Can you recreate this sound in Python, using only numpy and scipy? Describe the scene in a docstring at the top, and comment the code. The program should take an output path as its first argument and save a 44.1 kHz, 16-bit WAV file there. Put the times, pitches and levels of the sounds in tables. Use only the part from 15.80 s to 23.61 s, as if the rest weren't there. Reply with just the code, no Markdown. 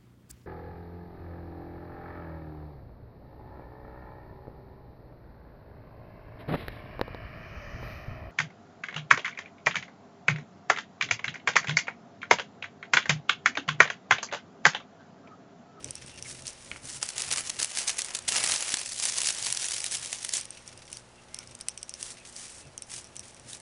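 """A small paper fire in a walled yard flutters in low noise gusts, while splitting flakes tick and fizz and the
burning edge sizzles. Paper first brushes concrete in strokes of hissing friction and is tapped. From 1.2 to 4.7 s
the sheet is crumpled and twisted into a torch: random tiny buckles crackle, large creases snap, panels flex.
After 5.1 s the torch slides over the concrete into the flames. The walls echo the paper throughout, behind it lie
a mains hum of sines, outdoor air, a fine hiss and faint far chirps, and a limiter ducks the loudest peaks."""
import sys
import numpy as np
from scipy import signal
from scipy.fft import rfft, irfft, next_fast_len
from scipy.io import wavfile
from scipy.ndimage import uniform_filter1d, map_coordinates

SR = 44100
rng = np.random.default_rng(int(sys.argv[2]) if len(sys.argv) > 2 else 0)


def transcribe(u):
    """Save the signal u as a 16-bit wav file named by the first command-line argument.

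    u: samples, shape (n,) or (channels, n), limited to [-1, 1]; the rate is SR.
    q: integer samples, one column per channel.
    """
    v = np.clip(np.atleast_2d(u).T, -1, 1)
    q = np.round(v * 32767).astype(np.int16)
    wavfile.write(sys.argv[1], SR, q)


N = 344404
TIME = np.arange(N) / SR  # s

# relative spectrum of crackling paper: (frequency [Hz], density [dB per Hz])
CRACKLE_SPECTRUM = [(200, -26.5), (700, -10.5), (1200, -14), (1800, -3), (3000, 0), (4200, 2), (6000, 5),
                    (8500, 3.5), (10200, 3.5), (11000, -2.5)]
# relative spectrum of the wider, flexing panels: (frequency [Hz], density [dB per Hz])
PANEL_SPECTRUM = [(50, -34), (150, -7.5), (300, -3), (550, 2.5), (1000, 4), (1800, 4), (3000, 6),
                  (6000, -51)]
# restless rustle of the held sheet, whose panels stiffen as it is twisted tight:
# (time [s], crackle level [dB], panel flex level [dB])
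RUSTLE_LEVELS = [(1.2, -54, -61.5), (1.4, -45.5, -52), (1.75, -46, -53), (1.9, -41, -48),
                 (2.15, -43, -49.5), (2.38, -47.5, -51), (2.44, -56.5, -60), (2.52, -35, -43),
                 (2.9, -39, -51.5), (3.11, -38.5, -69), (3.3, -35, -48), (3.55, -38.5, -48.5),
                 (3.9, -36.5, -50.5), (4.25, -42.5, -54), (4.6, -43.5, -59), (4.67, -63, -73)]


def amp(db):
    """A level in decibels is twenty times the logarithm of this amplitude ratio."""
    return 10 ** (np.asarray(db) / 20)


def unit(x):
    """Normalise the mean power, so that the rms is 1."""
    return x / np.sqrt(np.mean(x ** 2) + 1e-20)


def along(points, hz):
    """Interpolate (frequency [Hz], value) points on a logarithmic frequency axis."""
    f, v = np.transpose(points)
    return np.interp(np.log(hz + 1), np.log(f + 1), v)


def curves(rows):
    """Interpolate linearly in time: one value per sample for each column after the time."""
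    s, *columns = np.transpose(rows)
    return [np.interp(TIME, s, column) for column in columns]


def during(rows):
    """Gate with soft edges: 1 while a curve lasts, 0 elsewhere."""
    inside = (TIME >= rows[0][0]) & (TIME <= rows[-1][0])
    return uniform_filter1d(1. * inside, size=900)


def wobble(rate):
    """Slow random modulation: a spline through normal random knots, rate knots a second."""
    knots = rng.standard_normal(int(N * rate / SR) + 4)
    return map_coordinates(knots, [np.arange(N) * rate / SR])


def swells(rows, attack, release):
    """Incoherent sources add in power: gain of (s, hold s, dB) gestures that rise, hold and decay exponentially."""
    power = np.zeros(N)
    for s, hold, db in rows:
        t = np.arange(-min(s, 6 * attack), hold + 6 * release, 1 / SR)
        rise = np.minimum(t, 0) / attack
        decay = np.maximum(t - hold, 0) / release
        add(power, s + t[0], (amp(db) * np.exp(rise - decay)) ** 2)
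    return np.sqrt(power)


def moments(weight, count):
    """Inhomogeneous random process: sample positions, more of them where the weight is high."""
    draws = weight.sum() * rng.random(count)
    return np.searchsorted(np.cumsum(weight), draws).clip(0, N - 1)


def colour(x, spectrum):
    """Minimum-phase filtering: folding the cepstrum makes the filter causal; its energy is 1."""
    size = 2048
    cepstrum = irfft(np.log(amp(along(spectrum, np.fft.rfftfreq(size, 1 / SR)))))
    cepstrum[1:size // 2] *= 2
    cepstrum[size // 2 + 1:] = 0
    h = irfft(np.exp(rfft(cepstrum)))
    return signal.fftconvolve(x, h / np.linalg.norm(h))[:len(x)]


def band_limit(x):
    """Steep zero-phase low-pass with a Butterworth magnitude."""
    cutoff_hz = 10780
    m = next_fast_len(len(x) + 2048)
    loss = np.sqrt(1 + (np.fft.rfftfreq(m, 1 / SR) / cutoff_hz) ** 110)
    return irfft(rfft(x, m) / loss, m)[:len(x)]


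def noise(spectrum):
    """White noise shaped by a spectrum, band-limited, of rms 1."""
    return unit(band_limit(colour(rng.standard_normal(N), spectrum)))


def peaked(x):
    """Normalise a short sound to a peak of 1 within the band limit."""
    x = band_limit(x)
    return x / np.abs(x).max()


def add(track, s, sound):
    """Superpose a sound on a track at s seconds."""
    i = max(round(s * SR), 0)
    track[i:i + len(sound)] += sound[:max(len(track) - i, 0)]


def buckles(rate, spread_db, life, bed):
    """Shot-noise envelope: random tiny buckles start suddenly and decay quickly over a bed of friction."""
    chance = rng.random(N)
    size = np.minimum(rng.standard_normal(N), 2)
    starts = (chance < rate / SR) * amp(spread_db * size) ** 2
    power = signal.lfilter([1], [1, -np.exp(-1 / (life * SR))], starts)
    power = power / power.mean() + abs(bed)
    return np.sqrt(power / uniform_filter1d(power, size=5000))  # even out the slow level


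def hand_effort():
    """Forcing of the sheet: gains of crackle and panel flex, squeezes adding in power to a running rustle."""
    # hands gather, crush and twist the sheet, and folds collapse:
    # (time [s], hold [s], crackle level [dB], panel flex level [dB])
    squeezes = [(1.219, .04, -39, -48), (1.284, .018, -39, -59), (1.359, .13, -38, -46.5),
                (1.511, .03, -31.5, -39.5), (1.558, .05, -33, -43), (1.656, .04, -38, -55),
                (1.793, .05, -32, -44), (1.93, .11, -34.5, -46), (2.078, .025, -30, -48),
                (2.185, .025, -33.5, -50), (2.279, .04, -47, -47.5), (2.344, .012, -34, -50),
                (2.483, .01, -26.5, -52), (2.521, .1, -31, -37.5), (2.631, .135, -29.5, -40),
                (2.797, .22, -35, -45), (3.197, .105, -31.5, -49), (3.369, .065, -32, -48),
                (3.454, .05, -27.5, -46), (3.62, .085, -34, -55), (3.802, .105, -34.5, -54),
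                (3.936, .045, -35, -58), (4.112, .042, -31.5, -57), (4.209, .05, -40, -60),
                (4.536, .042, -28, -47.5)]
    rustle, bending = amp(curves(RUSTLE_LEVELS)) * during(RUSTLE_LEVELS)
    s, hold, crackle_db, flex_db = np.transpose(squeezes)
    crackle = swells(zip(s, hold, crackle_db), attack=.004, release=.011)
    flex = swells(zip(s, hold, flex_db), attack=.004, release=.011)
    return np.hypot(rustle, crackle), np.hypot(bending, flex)


def crumpling(effort, flex):
    """Buckling instability: tiny buckles radiate crackle and shake the wider panels of the sheet."""
    grain = buckles(rate=330, spread_db=6, life=.0014, bed=.25)
    # facets of different size ring at different pitches, so the colour changes from buckle to buckle
    z = signal.stft(noise(CRACKLE_SPECTRUM), nperseg=256)[2]
    facets = uniform_filter1d(rng.standard_normal(z.shape), size=7, axis=0)
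    facets = unit(uniform_filter1d(facets, size=3, axis=1))
    paper = unit(signal.istft(z * amp(1.9 * facets), nperseg=256)[1][:N])
    # the smallest creases give bare needle-sharp clicks
    clicks = (rng.random(N) < 160 / SR) * rng.uniform(-1.02, 1, N)
    needles = unit(colour(clicks, CRACKLE_SPECTRUM))
    crackle = effort * (grain * paper + .33 * needles)
    panels = flex * grain ** 0.56 * noise(PANEL_SPECTRUM)
    return crackle + panels


def snapping(effort):
    """Snap-through: a crease gives way with a sharp crack as the sheet shivers; effort brings lesser ones."""
    # the largest creases: (time [s], crack peak [dB], low-mid level re the shiver [dB])
    large_snaps = [(1.2288, -8.5, -8.5), (1.2898, -17.5, -12), (1.3812, -14.5, -31), (1.4208, -13.5, -31),
                   (1.5141, -12, -17), (1.5364, -15.5, -9), (1.5822, -15, -2.5), (1.7013, -15.5, -18),
                   (1.8005, -13.5, -8), (1.819, -18, -9), (1.83, -3, -29), (1.846, -6.5, -14),
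                   (1.973, -12, -11), (1.9858, -13, -18), (2.0158, -22, -29), (2.0949, -15, -8.5),
                   (2.1916, -12, -11), (2.2195, -15.5, -24), (2.2467, -19.5, -28), (2.35, -13.5, -21),
                   (2.3894, -21.5, -16), (2.4902, -11, -20), (2.522, -11, -27), (2.5605, -13, -0.5),
                   (2.6395, -21, -13), (2.6635, -14, -16), (2.6981, -20, -3), (2.7274, -20, -19),
                   (2.942, -4, -10.5), (3.2541, -16, -10), (3.3895, -19, -17), (3.4177, -11.5, -21),
                   (3.6264, -17.5, -15), (3.668, -12, -8.5), (3.726, -8, -33), (3.773, -15, -21),
                   (4.0426, -11, -25), (4.0636, -12.5, -33), (4.3295, -11.5, -10.5), (4.4483, -14, -20),
                   (4.4922, -16, -24)]
    small_per_s, small_db, small_spread_db, small_low_db = 9, 7.5, 5, -14.5  # mean peak is re the effort
    shiver_db, shiver_growth = -16, 0.68  # gain for a 0 dB crack; dB of shiver per dB of crack
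    lead = .0011  # s by which the shiver starts before the crack
    out, t = np.zeros(N), np.arange(2048) / SR
    onset = (t / lead) * np.exp(1 - t / lead)
    shiver = onset + .1 * np.exp(-t / .006)

    def snap(s, db, low_db):
        """An impulsive crack superposed on its shiver of treble and low-mid noise."""
        crack = peaked(colour(rng.standard_normal(len(t)) * np.exp(-t / .0001), CRACKLE_SPECTRUM))
        add(out, s - .0001, amp(db) * crack)
        high, low = shiver * rng.standard_normal((2, len(t)))
        shaking = colour(high, CRACKLE_SPECTRUM) + amp(low_db) * colour(low, PANEL_SPECTRUM)
        add(out, s - lead, amp(shiver_db + shiver_growth * db) * shaking)

    for s, db, low_db in large_snaps:
        snap(s, db, low_db)
    held_s = RUSTLE_LEVELS[-1][0] - RUSTLE_LEVELS[0][0]
    for i in moments(effort, count=int(small_per_s * held_s)):
        effort_db = 20 * np.log10(effort[i])
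        snap(i / SR, effort_db + rng.normal(small_db, small_spread_db), small_low_db)
    return out


def sliding():
    """Dry friction: paper dragged over concrete hisses finely, with tiny clicks where grit catches it."""
    # strokes over the ground: (time [s], hold [s], hiss level [dB])
    strokes = [(.478, .035, -42.5), (.54, 0.058, -51.5), (.68, 0.014, -42), (.8, 0.18, -53.5),
               (1.05, 0.01, -45.5), (1.092, 0.014, -38), (1.155, 0.012, -38), (5.13, 0.058, -53),
               (6.205, .11, -43.5), (6.47, 0.028, -50.5), (6.565, 0.1, -44.5), (6.68, 0.13, -49.5),
               (7.12, 0.069, -41), (7.45, 0.048, -53.5), (7.69, 0.066, -45.5)]
    # relative spectrum of the friction: (frequency [Hz], density [dB per Hz])
    scrape_spectrum = [(200, -5.5), (800, -8), (1800, -1.5), (2800, -0.5), (3800, 0), (4600, 1), (5700, 5),
                       (7200, 4), (9500, 6), (11000, -2)]
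    level = swells(strokes, attack=.023, release=.017)
    clicks = (rng.random(N) < 120 / SR) * rng.uniform(-1, 1, N)
    grit = unit(colour(clicks, CRACKLE_SPECTRUM))
    friction = buckles(rate=400, spread_db=6, life=.0015, bed=.9)
    return level * (friction * noise(scrape_spectrum) + .2 * grit)


def handling():
    """Impact and displaced air: fingers tap the flat sheet, and it pushes soft puffs as it bulges."""
    # finger taps: (time [s], peak [dB])
    finger_taps = [(0.9148, -22), (0.9614, -27.5)]
    # puffs of air: (time [s], peak [dB], pitch [Hz])
    air_puffs = [(0.246, -41, 198), (0.922, -41, 129), (2.489, -43, 150), (2.64, -40, 190),
                 (2.938, -35.5, 265)]
    # relative spectrum of a tap: (frequency [Hz], density [dB per Hz])
    tap_spectrum = [(100, -12), (700, -13), (1400, -2.5), (2200, 2.5), (2900, -1.5), (3600, -8.5),
                    (10000, -25)]
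    out, t = np.zeros(N), np.arange(4096) / SR
    for s, db in finger_taps:
        decay = np.exp(-t / .0009) + .07 * np.exp(-t / .03)
        blow = rng.standard_normal(len(t)) * decay
        add(out, s, amp(db) * peaked(colour(blow, tap_spectrum)))
    for s, db, hz in air_puffs:
        puff = np.sin(2 * np.pi * hz * t) * t * np.exp(-t / .0014)
        add(out, s, amp(db) * peaked(puff))
    return out


def yard(x):
    """Reverberation: walls return a brief tail, treble dying first, redrawn each 0.2 s as the sheet moves."""
    # reverberation time: (frequency [Hz], time to fall 60 dB [s])
    decay_times = [(200, 0.37), (2000, 0.42), (10000, .12)]
    out = np.zeros(N)
    for i in range(0, N, SR // 5):
        hz, t, z = signal.stft(rng.standard_normal(SR // 3), SR, nperseg=256)
        decay_db = -60 * t / along(decay_times, hz)[:, None]
        tail = signal.istft(z * amp(decay_db), SR, nperseg=256)[1]
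        echo = signal.fftconvolve(x[i:i + SR // 5], tail / np.linalg.norm(tail))
        add(out, i / SR + .006, echo)
    return out


def edge_burn():
    """Combustion as a source strength: a gain curve for how hard the edge burns."""
    # (time [s], sizzle level [dB])
    burn_levels = [(0, -55), (.2, -52), (.7, -53), (1, -63), (4.6, -52), (5.17, -57), (5.28, -70),
                   (5.45, -65), (5.6, -56), (5.93, -61), (6.4, -56), (6.9, -66), (7.4, -58), (7.81, -64.5)]
    return amp(curves(burn_levels)[0])


def ticking(burn):
    """Brittle fracture: a flake splits in a brief burst around its own pitch and leaves a thin, fizzing ring."""
    # the largest flakes: (time [s], peak [dB], pitch [Hz])
    large_ticks = [(.0432, -20.5, 5950), (.1067, -19.5, 9200), (.153, -24.5, 5400), (.424, -23, 5850),
                   (.621, -35, 5440), (.6676, -20.5, 4480), (.678, -24, 5260), (4.6104, -22.5, 8370),
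                   (4.6533, -25.5, 9050), (4.7047, -25, 8560), (4.7747, -40, 5740), (4.876, -28.5, 5700),
                   (4.9746, -36, 4900), (5.116, -34, 7400), (5.128, -22.5, 8520), (5.1692, -26, 4670),
                   (5.5435, -21.5, 5660), (5.5873, -23.5, 5300), (5.673, -33, 5130), (5.7099, -38, 5630),
                   (5.75, -31, 6150), (5.8092, -22.5, 5200), (5.884, -11, 8360), (5.8922, -26, 5300),
                   (5.9753, -24.5, 8470), (6.0285, -23, 8500), (6.0927, -23, 8120), (6.138, -24, 5340),
                   (6.227, -17.5, 8900), (6.5627, -25, 4940), (6.977, -23.5, 6300), (7.0204, -23.5, 9000),
                   (7.2425, -33.5, 5700), (7.3647, -22, 7320), (7.393, -21.5, 5800), (7.5446, -35.5, 6170),
                   (7.7313, -25, 3800)]
    # relative spectra of the burst and the ring: (frequency [Hz], density [dB per Hz])
    flake_spectrum = [(500, -20), (1800, -11), (2800, 0), (4200, -1.5), (5600, 7.5), (7200, 1.5),
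                      (8600, 10.5), (11000, 1)]
    ring_spectrum = [(2000, -32), (4900, -18), (5400, 0), (5700, 2), (6200, -1), (6700, -20), (7800, -22),
                     (8400, -8), (9200, -24), (11000, -28)]
    small_per_s, small_db, small_spread_db = 14, -39, 2.2  # lesser flakes, most where the edge burns hardest
    out, t = np.zeros(N), np.arange(4096) / SR
    small_ticks = [(i / SR, rng.normal(small_db, small_spread_db), rng.uniform(5180, 9370))
                   for i in moments(burn, count=int(small_per_s * N / SR))]
    swell = (t / .00045) ** 2 * np.exp(-t / .00045)
    for s, db, hz in np.vstack([large_ticks, small_ticks]):
        burst = rng.standard_normal(len(t)) * (swell + .08 * np.exp(-t / .0025))
        pitch = 0.83 * swell * np.sin(2 * np.pi * hz * t)
        add(out, s + .0007, amp(db) * peaked(colour(burst, flake_spectrum) + pitch))
        life = rng.uniform(.014, .034)  # s
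        fizz = np.exp(-(t / life) ** 4) * (1 - np.exp(-t / .004))
        ring = colour(rng.standard_normal(len(t)) * fizz, ring_spectrum)
        ring_db = -50.5 + .9 * min(db + 22, 0) + rng.normal(0, 2.5)
        add(out, s, amp(ring_db) * ring)
    return out


def sizzling(burn):
    """Random micro-bursts: the burning edge frizzles in faint, uneven spurts of noise."""
    # relative spectrum of the edge: (frequency [Hz], density [dB per Hz])
    ember_spectrum = [(1000, -14), (2000, -1.5), (2700, 0.5), (3400, -1.5), (4900, -3), (5500, 0.5),
                      (6100, -1), (6800, -4), (7800, -10), (8400, -1), (9300, -7), (11000, -7)]
    spurts = buckles(rate=70, spread_db=5, life=.004, bed=.25)
    return burn * spurts * noise(ember_spectrum)


def flame():
    """Turbulent combustion: low noise flutters in uneven gusts and flares up now and then."""
    # flares, before the gusts: (time [s], hold [s], flutter level [dB])
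    flare_ups = [(0, 0.091, -49.5), (.22, 0.46, -56.5), (.88, 0.31, -56), (1.4, 0.4, -55),
                 (2.46, 0.27, -56.5), (3.64, 0.089, -57.5), (4.16, 0.09, -58), (4.9, 0.28, -64),
                 (5.68, .06, -60), (6.84, 0.063, -53), (7.17, 0.29, -60), (7.66, .06, -55)]
    # relative spectrum of the flutter: (frequency [Hz], density [dB per Hz])
    flutter_spectrum = [(20, -30), (50, -27), (90, 6.5), (108, -4.5), (127, 7.5), (165, -9.5), (250, -3.5),
                        (400, -10), (600, -7.5), (1200, -43.5), (4000, -94)]
    calm_db = -71.5
    gusts = amp(1.8 * wobble(30))
    level = np.hypot(amp(calm_db), swells(flare_ups, attack=.05, release=.058))
    return level * gusts * noise(flutter_spectrum)


def chirping():
    """Frequency-swept tones: faint chirps from far away, their pitch blurred by distance."""
    # (time [s], length [s], start pitch [Hz], end pitch [Hz], level [dB])
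    far_chirps = [(0.14, 0.075, 2600, 2700, -55), (0.297, 0.1, 2690, 2780, -53),
                  (0.443, 0.039, 2340, 1970, -42.5), (4.756, 0.05, 2650, 2700, -54),
                  (4.935, 0.084, 2790, 2650, -62), (5.357, 0.068, 2680, 2680, -56),
                  (5.492, 0.11, 2070, 2140, -55), (5.532, 0.14, 2380, 2230, -57),
                  (5.541, .13, 1330, 1400, -56.5), (5.85, 0.076, 2470, 2600, -56),
                  (6.386, 0.053, 2550, 2570, -52.5), (6.803, 0.1, 2700, 2650, -57)]
    out = np.zeros(N)
    for s, length, start_hz, end_hz, db in far_chirps:
        n = int(length * SR)
        hz = np.linspace(start_hz, end_hz, n) + 900 * rng.standard_normal(n)
        tone = np.sin(2 * np.pi * np.cumsum(hz) / SR)
        add(out, s, amp(db) * np.hanning(n) * tone)
    return out


def background():
    """Stationary sources: outdoor air, a fine steady hiss and a harmonic, slightly unsteady mains hum."""
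    # mains harmonics: (frequency [Hz], mean level [dB])
    harmonics = [(60, -66.5), (120, -64), (180, -67.5), (240, -66), (360, -67), (540, -69.5), (660, -72.5),
                 (840, -70)]
    # relative spectra of the air and the hiss: (frequency [Hz], density [dB per Hz])
    air_spectrum = [(20, -0.5), (100, 1), (300, -4), (520, 1), (800, -1.5), (1300, -4.5), (2100, -9),
                    (3400, -23), (10500, -53)]
    hiss_spectrum = [(700, -20), (1500, 1), (2200, 0), (2700, 3), (3300, 0), (5700, 0), (7000, -1.5),
                     (10500, -2.5)]
    mains = 2 * np.pi * 60 * TIME
    hum = 0
    for hz, db in harmonics:
        phase = round(hz / 60) * mains + .15 * wobble(4) + rng.uniform(0, 2 * np.pi)
        hum = hum + amp(db + 1.4 * wobble(2.98)) * np.sin(phase)
    air = amp(-58.5 + 0.24 * wobble(3.43)) * noise(air_spectrum)
    hiss = amp(-62) * noise(hiss_spectrum)
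    return air + hiss + hum


def scene():
    """Superposition: hands drive the paper and its echo, the burning edge drives ticks and sizzle."""
    effort, flex = hand_effort()
    paper = crumpling(effort, flex) + snapping(effort) + sliding() + handling()
    echo = yard(amp(-16.0) * paper)
    burn = edge_burn()
    fire = ticking(burn) + sizzling(burn) + flame()
    return (paper + echo + fire + chirping() + background())[None]


def record(dry):
    """Peak limiting: the gain ducks at once above a ceiling and recovers steadily; a low-pass follows."""
    x = dry[0]
    ceiling_db, recovery = -6.5, 22  # dB, dB a second
    over_db = np.maximum(20 * np.log10(np.abs(x) + 1e-9) - ceiling_db, 0)
    duck_db = np.maximum.accumulate(over_db + recovery * TIME) - recovery * TIME
    return band_limit(x * amp(-duck_db))[None]


dry = scene()
out = record(dry)
transcribe(out)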